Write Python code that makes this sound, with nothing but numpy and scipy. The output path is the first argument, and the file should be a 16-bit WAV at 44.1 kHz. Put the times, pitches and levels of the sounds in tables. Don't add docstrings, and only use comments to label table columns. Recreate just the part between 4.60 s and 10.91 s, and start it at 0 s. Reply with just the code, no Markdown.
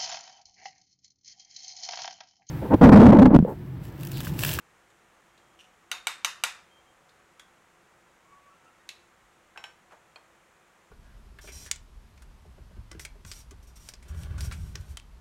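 import sys
import numpy as np
from scipy import signal
from scipy.fft import rfft, irfft
from scipy.io import wavfile
from scipy.ndimage import uniform_filter1d

SR = 44100
rng = np.random.default_rng(int(sys.argv[2]) if len(sys.argv) > 2 else 0)


def to_wav(sig):
    pcm = np.clip(np.atleast_2d(sig), -1, 1) * 32767
    pcm = np.round(pcm).astype(np.int16)
    wavfile.write(sys.argv[1], SR, pcm.T)


N = 278271

# start_s, level_db, zing_hz, zing_db
RIM_TAPS = [(1.3150, -7.5, 6354, -6.5), (1.4700, -4.5, 7970, -3.5), (1.6468, -2.5, 6187, -1),
            (1.8374, -1.5, 7936, -5.5)]
# pitch_hz, width_hz, level_db
HELD_SPOON = [(738.5, 106, -8), (930.4, 152, -5.5), (1183, 238, -6.5), (1428.3, 72.5, 1), (1979, 79, -4),
              (2256, 142, 1.5), (2390, 126, 0.5), (2846, 330, -0.5), (3186, 80, -2.5), (3693, 225, -8),
              (3906, 148, 1.5), (4720, 235, -8.5), (5995, 375, -5.5), (6184, 197, -5), (6940, 200, -20.5),
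              (7100, 120, -15.5), (8196, 490, -5.5), (9930, 256, -8), (10150, 136, -18), (11170, 580, -14),
              (12020, 740, -13)]
# frequency_hz, level_db
CRACK_COLOUR = [(40, -49), (150, -22), (300, -29), (500, -4), (640, -9), (750, 0), (1500, 2), (3000, 4.5),
                (5000, 0), (8000, -18.5), (11500, -12), (14000, -5), (16000, -24.5)]
# frequency_hz, level_db
RADIATED_COLOUR = [(40, -55), (150, -32), (400, -23), (520, -10), (640, -13), (750, -7.5), (1100, 0),
                   (1800, 0), (2700, -1), (3400, -6.5), (4700, -5), (5500, -8), (6200, -6), (8200, -12),
                   (9500, -10.5), (14000, -17), (16000, -33)]
# pitch_hz, level_db, t60_s
WOK_TONES = [(735, -9, .3), (1175, -8, .26), (1265, -10, .36), (1335, -9, .26), (1518, -6, .25),
             (1778, -7, .24), (1902, -9, .26), (2228, -7, .22), (2654, -2, .24), (2804, -7, .2),
             (3628, -3, .39), (3661, 0, .33), (3700, -1, .32), (3750, -4, .3), (3950, -1, .22),
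             (4530, -9, .17), (6222, -12, .19), (9308, -18, .21)]
# start_s, level_db, centre_hz, zing_hz
LIGHT_TOUCHES = [(0.301, -48.5, 3000, 7200), (0.777, -44.5, 3350, 3885), (2.492, -45, 3450, 4140),
                 (2.7956, -29, 1600, 3380), (4.045, -53, 6000, 6620), (4.2904, -20.5, 2575, 3965)]
# frequency_hz, level_db
TICK_COLOUR = [(200, -48), (1500, -12.5), (4500, 9.5), (6500, 17.5), (9000, 10), (12000, 7.5), (16000, -16)]
# start_s, level_db, decay_s
EDGE_SLIPS = [(.990, -28, 0.011), (1.003, -27, 0.0206), (1.041, -34, 0.0107)]
# start_s, level_db, hardness (0 soft to 1 hard)
SPOON_LANDINGS = [(4.9594, -31, .02), (4.9746, -26.5, 0.83), (5.0399, -25, 0.98)]
# pitch_hz, level_db, t60_s
CLINK_TONES = [(499, -9.5, 0.106), (839.3, 4, 0.193), (1200, -5.5, 0.12), (1549, 7.5, 0.159),
               (2234, 0.5, 0.16), (2584, 12, 0.075), (3890, -2.5, 0.15), (5451, 1, 0.186),
               (5510, -4.5, 0.142), (7330, -4, 0.132)]
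# start_s, level_db, centre_hz, decay_s, ping_db
WORKTOP_KNOCKS = [(5.309, -36.5, 1104, 0.015, -17.5), (5.321, -28, 740, 0.0149, -24.5),
                  (5.5593, -30, 774, 0.011, 3)]
# pitch_hz, level_db, t60_s
PING_TONES = [(2460, 0.5, 0.043), (3196, -6, 0.067), (4249, -1, 0.036), (4474, -6, 0.031),
              (7300, -16, .035)]
# start_s, length_s, pitch_hz, level_db
FAR_SQUEAKS = [(3.62, 0.1796, 1122, -57.5), (3.82, 0.078, 1127, -57), (3.889, 0.0733, 1344, -57),
               (4.044, 0.053, 1353, -56), (4.18, 0.0596, 1851, -64)]
# start_s, length_s, level_db
FAR_WHISTLES = [(0.58, 0.47, -77), (2.08, 0.143, -63.5), (2.24, 0.095, -68)]
# start_s, length_s, pitch_hz, level_db
LOW_BUMPS = [(4.6, .12, 44, -66)]
# frequency_hz, level_db
AIR_COLOUR = [(25, -9), (50, 0.5), (100, -3), (180, 1.5), (270, -4), (400, -1), (700, -1), (1200, 1),
              (2000, -3), (3200, -10.5), (4800, -17.5), (7000, -13), (10000, -20.5), (15500, -29)]
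# pitch_hz, width_hz, level_db
DRONE_PEAKS = [(108.6, 3.85, 0.5), (186.2, 13, -3.5), (340.5, 21.6, 7), (520, 51.8, 1.5), (561.7, 14, -4.5),
               (737.6, 7.8, 9.5), (766, 13, -14.5)]
# frequency_hz, t60_s
ECHO_TIMES = [(200, 0.387), (1000, 0.446), (3000, 0.385), (7000, 0.349), (14000, 0.245)]


def taps(clack_db=5, crack_db=-4, crack_decay_s=0.00197, zing_decay_s=0.00322, zing_room_db=-9):
    _, hz = axes()
    treble_octaves = np.clip(np.log2((hz + 1) / 3500), 0, 2)
    direct, into_room = np.zeros((2, N))
    for start_s, db, zing_hz, zing_db in RIM_TAPS:
        treble_db = (-1.16 + 0.148 * db) * treble_octaves
        crack = amp(crack_db) * burst(crack_decay_s, curve(CRACK_COLOUR, hz))
        zing = amp(zing_db) * burst(zing_decay_s, hump(hz, zing_hz, octaves=0.0753))
        radiated = burst(crack_decay_s, curve(RADIATED_COLOUR, hz) + treble_db)
        clack = amp(clack_db) * spoon_clack()
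        add(direct, start_s, amp(db) * (zing + coloured(clack + crack, treble_db)))
        add(into_room, start_s, amp(db) * (amp(zing_room_db) * zing + radiated))
    return direct + kitchen_echo(into_room)


def spoon_clack(decay_s=0.00191, valley_db=-20):
    _, hz = axes()
    valley_power = amp(valley_db + curve(RADIATED_COLOUR, hz)) ** 2
    return burst(decay_s, 10 * np.log10(peak_power(HELD_SPOON, hz) + valley_power))


def wok_ring(level_db=-9):
    out = np.zeros(N)
    for start_s, *_ in RIM_TAPS:
        add(out, start_s, amp(level_db) * ring(*np.transpose(WOK_TONES)))
    return out


def touches(level_db=4, zing_db=-1, ring_db=-4, t60_share=0.356, echo_db=-6.5):
    _, hz = axes()
    wok_hz, wok_db, t60_s = np.transpose(WOK_TONES)
    out = np.zeros(N)
    for start_s, db, centre_hz, zing_hz in LIGHT_TOUCHES:
        decay_s = 0.00477 * 2 ** ((-21.5 - db) / 26.5)
        zing = amp(zing_db) * burst(decay_s, hump(hz, zing_hz, octaves=0.07))
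        click = contact(decay_s, centre_hz, octaves=0.57, tick_db=-4.5)
        woken_db = wok_db + hump(wok_hz, centre_hz, octaves=0.134)
        ringing = amp(ring_db) * ring(wok_hz, woken_db, t60_share * t60_s)
        add(out, start_s, amp(db + level_db) * (click + zing + ringing))
    return out + amp(echo_db) * kitchen_echo(out)


def scrape(pitch_hz=2879, overtone_db=-9, echo_db=-6):
    _, hz = axes()
    out = np.zeros(N)
    for start_s, db, decay_s in EDGE_SLIPS:
        squeal = sum(amp(overtone_db) ** np.log2(k) * burst(decay_s, hump(hz, k * pitch_hz, 0.061))
                     for k in (1, 2, 3))
        click = contact(decay_s, pitch_hz, octaves=0.203, tick_db=-9)
        add(out, start_s, amp(db) * unit(squeal + click))
    return out + amp(echo_db) * kitchen_echo(out)


def landings(level_db=5, thud_db=-4, clink_db=2.5, echo_db=-4, ring_echo_db=-11):
    soft_hz, hard_hz = 856, 1742
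    soft_decay_s, hard_decay_s = 0.0071, 0.00304
    _, hz = axes()
    hits, rings = np.zeros((2, N))
    for start_s, db, hardness in SPOON_LANDINGS:
        centre_hz = soft_hz * (hard_hz / soft_hz) ** hardness
        decay_s = soft_decay_s * (hard_decay_s / soft_decay_s) ** hardness
        muffled_db = -27 * (1 - hardness) ** 2
        zing_db = -2 + 5 * hardness ** 4
        zing = amp(zing_db) * burst(decay_s, hump(hz, 1.788 * centre_hz, octaves=0.08))
        thud = amp(thud_db) * burst(soft_decay_s, hump(hz, centre_hz=800, octaves=0.35))
        click = contact(decay_s, centre_hz, octaves=0.97, tick_db=-12 + muffled_db)
        clink = amp(clink_db + muffled_db) * ring(*np.transpose(CLINK_TONES))
        add(hits, start_s, amp(db + level_db) * (thud + click))
        add(rings, start_s, amp(db + level_db) * (zing + clink))
    return hits + rings + kitchen_echo(amp(echo_db) * hits + amp(ring_echo_db) * rings)


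def knocks(level_db=5, echo_db=-4, ping_echo_db=-13):
    thuds, pings = np.zeros((2, N))
    for start_s, db, centre_hz, decay_s, ping_db in WORKTOP_KNOCKS:
        thud = contact(decay_s, centre_hz, octaves=0.91, tick_db=-19.5)
        add(thuds, start_s, amp(db + level_db) * thud)
        add(pings, start_s, amp(db + level_db + ping_db) * ring(*np.transpose(PING_TONES)))
    return thuds + pings + kitchen_echo(amp(echo_db) * thuds + amp(ping_echo_db) * pings)


def squeaks():
    out = np.zeros(N)
    for start_s, length_s, hz, db in FAR_SQUEAKS:
        rise = 0.0535 * (0.0778 / length_s) ** 2
        add(out, start_s, amp(db) * thin_tone(length_s, hz, rise, waver=0.0129, octave_db=-11))
    return out


def whistles(base_hz=3238, sag_hz_per_s=28):
    out = np.zeros(N)
    for start_s, length_s, db in FAR_WHISTLES:
        hz = base_hz - sag_hz_per_s * start_s
        add(out, start_s, amp(db) * thin_tone(length_s, hz, rise=0, waver=0.00303, octave_db=-41.5))
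    return out


def low_bump():
    out = np.zeros(N)
    for start_s, length_s, hz, db in LOW_BUMPS:
        t = np.arange(int(length_s * SR)) / SR
        add(out, start_s, amp(db) * np.hanning(len(t)) * np.sin(2 * np.pi * hz * t))
    return out


def kitchen_echo(sound, first_wall_s=0.004, early_db=-2, early_decay_s=0.0273):
    t = np.arange(SR) / SR
    echoes = rng.choice([-1, 1], SR) * (rng.random(SR) < 0.15) * (t > first_wall_s)
    echoes = echoes * (1 + amp(early_db) * np.exp(-t / early_decay_s))
    hz, when_s, bands = signal.stft(echoes, SR, nperseg=256)
    bands = bands * np.exp(-np.log(1000) * when_s / curve(ECHO_TIMES, hz)[:, None])
    fading_echoes = unit(signal.istft(bands, SR, nperseg=256)[1])
    return signal.fftconvolve(sound, fading_echoes)[:N]


def room_noise(air_db=-62.242, drone_db=-73):
    hz = np.fft.rfftfreq(N, 1 / SR)
    air = irfft(rfft(rng.standard_normal(N)) * amp(curve(AIR_COLOUR, hz)), N)
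    drone = irfft(rfft(rng.standard_normal(N)) * np.sqrt(peak_power(DRONE_PEAKS, hz)), N)
    return np.sqrt(N) * (amp(air_db) * unit(air) + amp(drone_db) * unit(drone))


def contact(decay_s, centre_hz, octaves, tick_db):
    _, hz = axes()
    body = burst(decay_s, hump(hz, centre_hz, octaves))
    return body + amp(tick_db) * burst(decay_s, curve(TICK_COLOUR, hz))


def burst(decay_s, colour_db):
    t, _ = axes()
    spectrum = rfft(rng.standard_normal(len(t)) * np.exp(-(t / decay_s) ** 1.4))
    even = irfft(spectrum / (abs(spectrum) + 1e-12), len(t))
    puff = even * np.exp(-t / (10 * decay_s))
    return unit(coloured(puff, colour_db))


def ring(hz, db, t60_s):
    t, _ = axes()
    cycles = hz[:, None] * t + rng.random((len(hz), 1))
    fade = np.exp(-np.log(1000) * t / t60_s[:, None])
    return unit(amp(db) @ (fade * np.sin(2 * np.pi * cycles)))


def thin_tone(length_s, hz, rise, waver, octave_db):
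    size = int(length_s * SR)
    wobble = unit(uniform_filter1d(rng.standard_normal(size), size=300)) * np.sqrt(size)
    pitch_hz = hz * (1 + rise * np.linspace(-0.5, 0.5, size) + waver * wobble)
    phase = 2 * np.pi * np.cumsum(pitch_hz) / SR
    return signal.windows.tukey(size, 0.7) * (np.sin(phase) + amp(octave_db) * np.sin(2 * phase))


def coloured(sound, colour_db):
    size = len(sound)
    cepstrum = irfft(np.log(amp(np.maximum(colour_db, -80))), size)
    cepstrum[1:size // 2] *= 2
    cepstrum[size // 2 + 1:] = 0
    return irfft(rfft(sound) * np.exp(rfft(cepstrum)), size)


def hump(hz, centre_hz, octaves, skirt_db=2.5):
    away = np.log2((hz + 1) / centre_hz)
    return -20 * np.log10(1 + 0.5 * (away / octaves) ** 2) - skirt_db * away ** 2


def peak_power(peaks, hz):
    return sum(amp(db) ** 2 / (1 + (2 * (hz - pitch) / width) ** 2) ** 2 for pitch, width, db in peaks)


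def curve(points, hz):
    point_hz, value = np.transpose(points)
    return np.interp(np.log(hz + 1), np.log(point_hz + 1), value)


def axes():
    return np.arange(SR // 2) / SR, np.fft.rfftfreq(SR // 2, 1 / SR)


def amp(db):
    return 10 ** (np.asarray(db) / 20)


def unit(sound):
    return sound / np.sqrt(np.sum(sound ** 2) + 1e-20)


def add(mix, start_s, sound):
    part = mix[round(start_s * SR):][:len(sound)]
    part += sound[:len(part)]


def scene(far_db=-4):
    far = squeaks() + whistles()
    far = amp(far_db) * (far + kitchen_echo(far))
    spoon_and_wok = taps() + wok_ring() + touches() + scrape() + landings() + knocks()
    return (spoon_and_wok + far + low_bump() + room_noise())[None]


def record(dry, cutoff_hz=15900):
    low_pass = signal.firwin(511, cutoff_hz, window=("kaiser", 9), fs=SR)
    return signal.oaconvolve(dry, low_pass[None], "same")


dry = scene()
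out = record(dry)
to_wav(out)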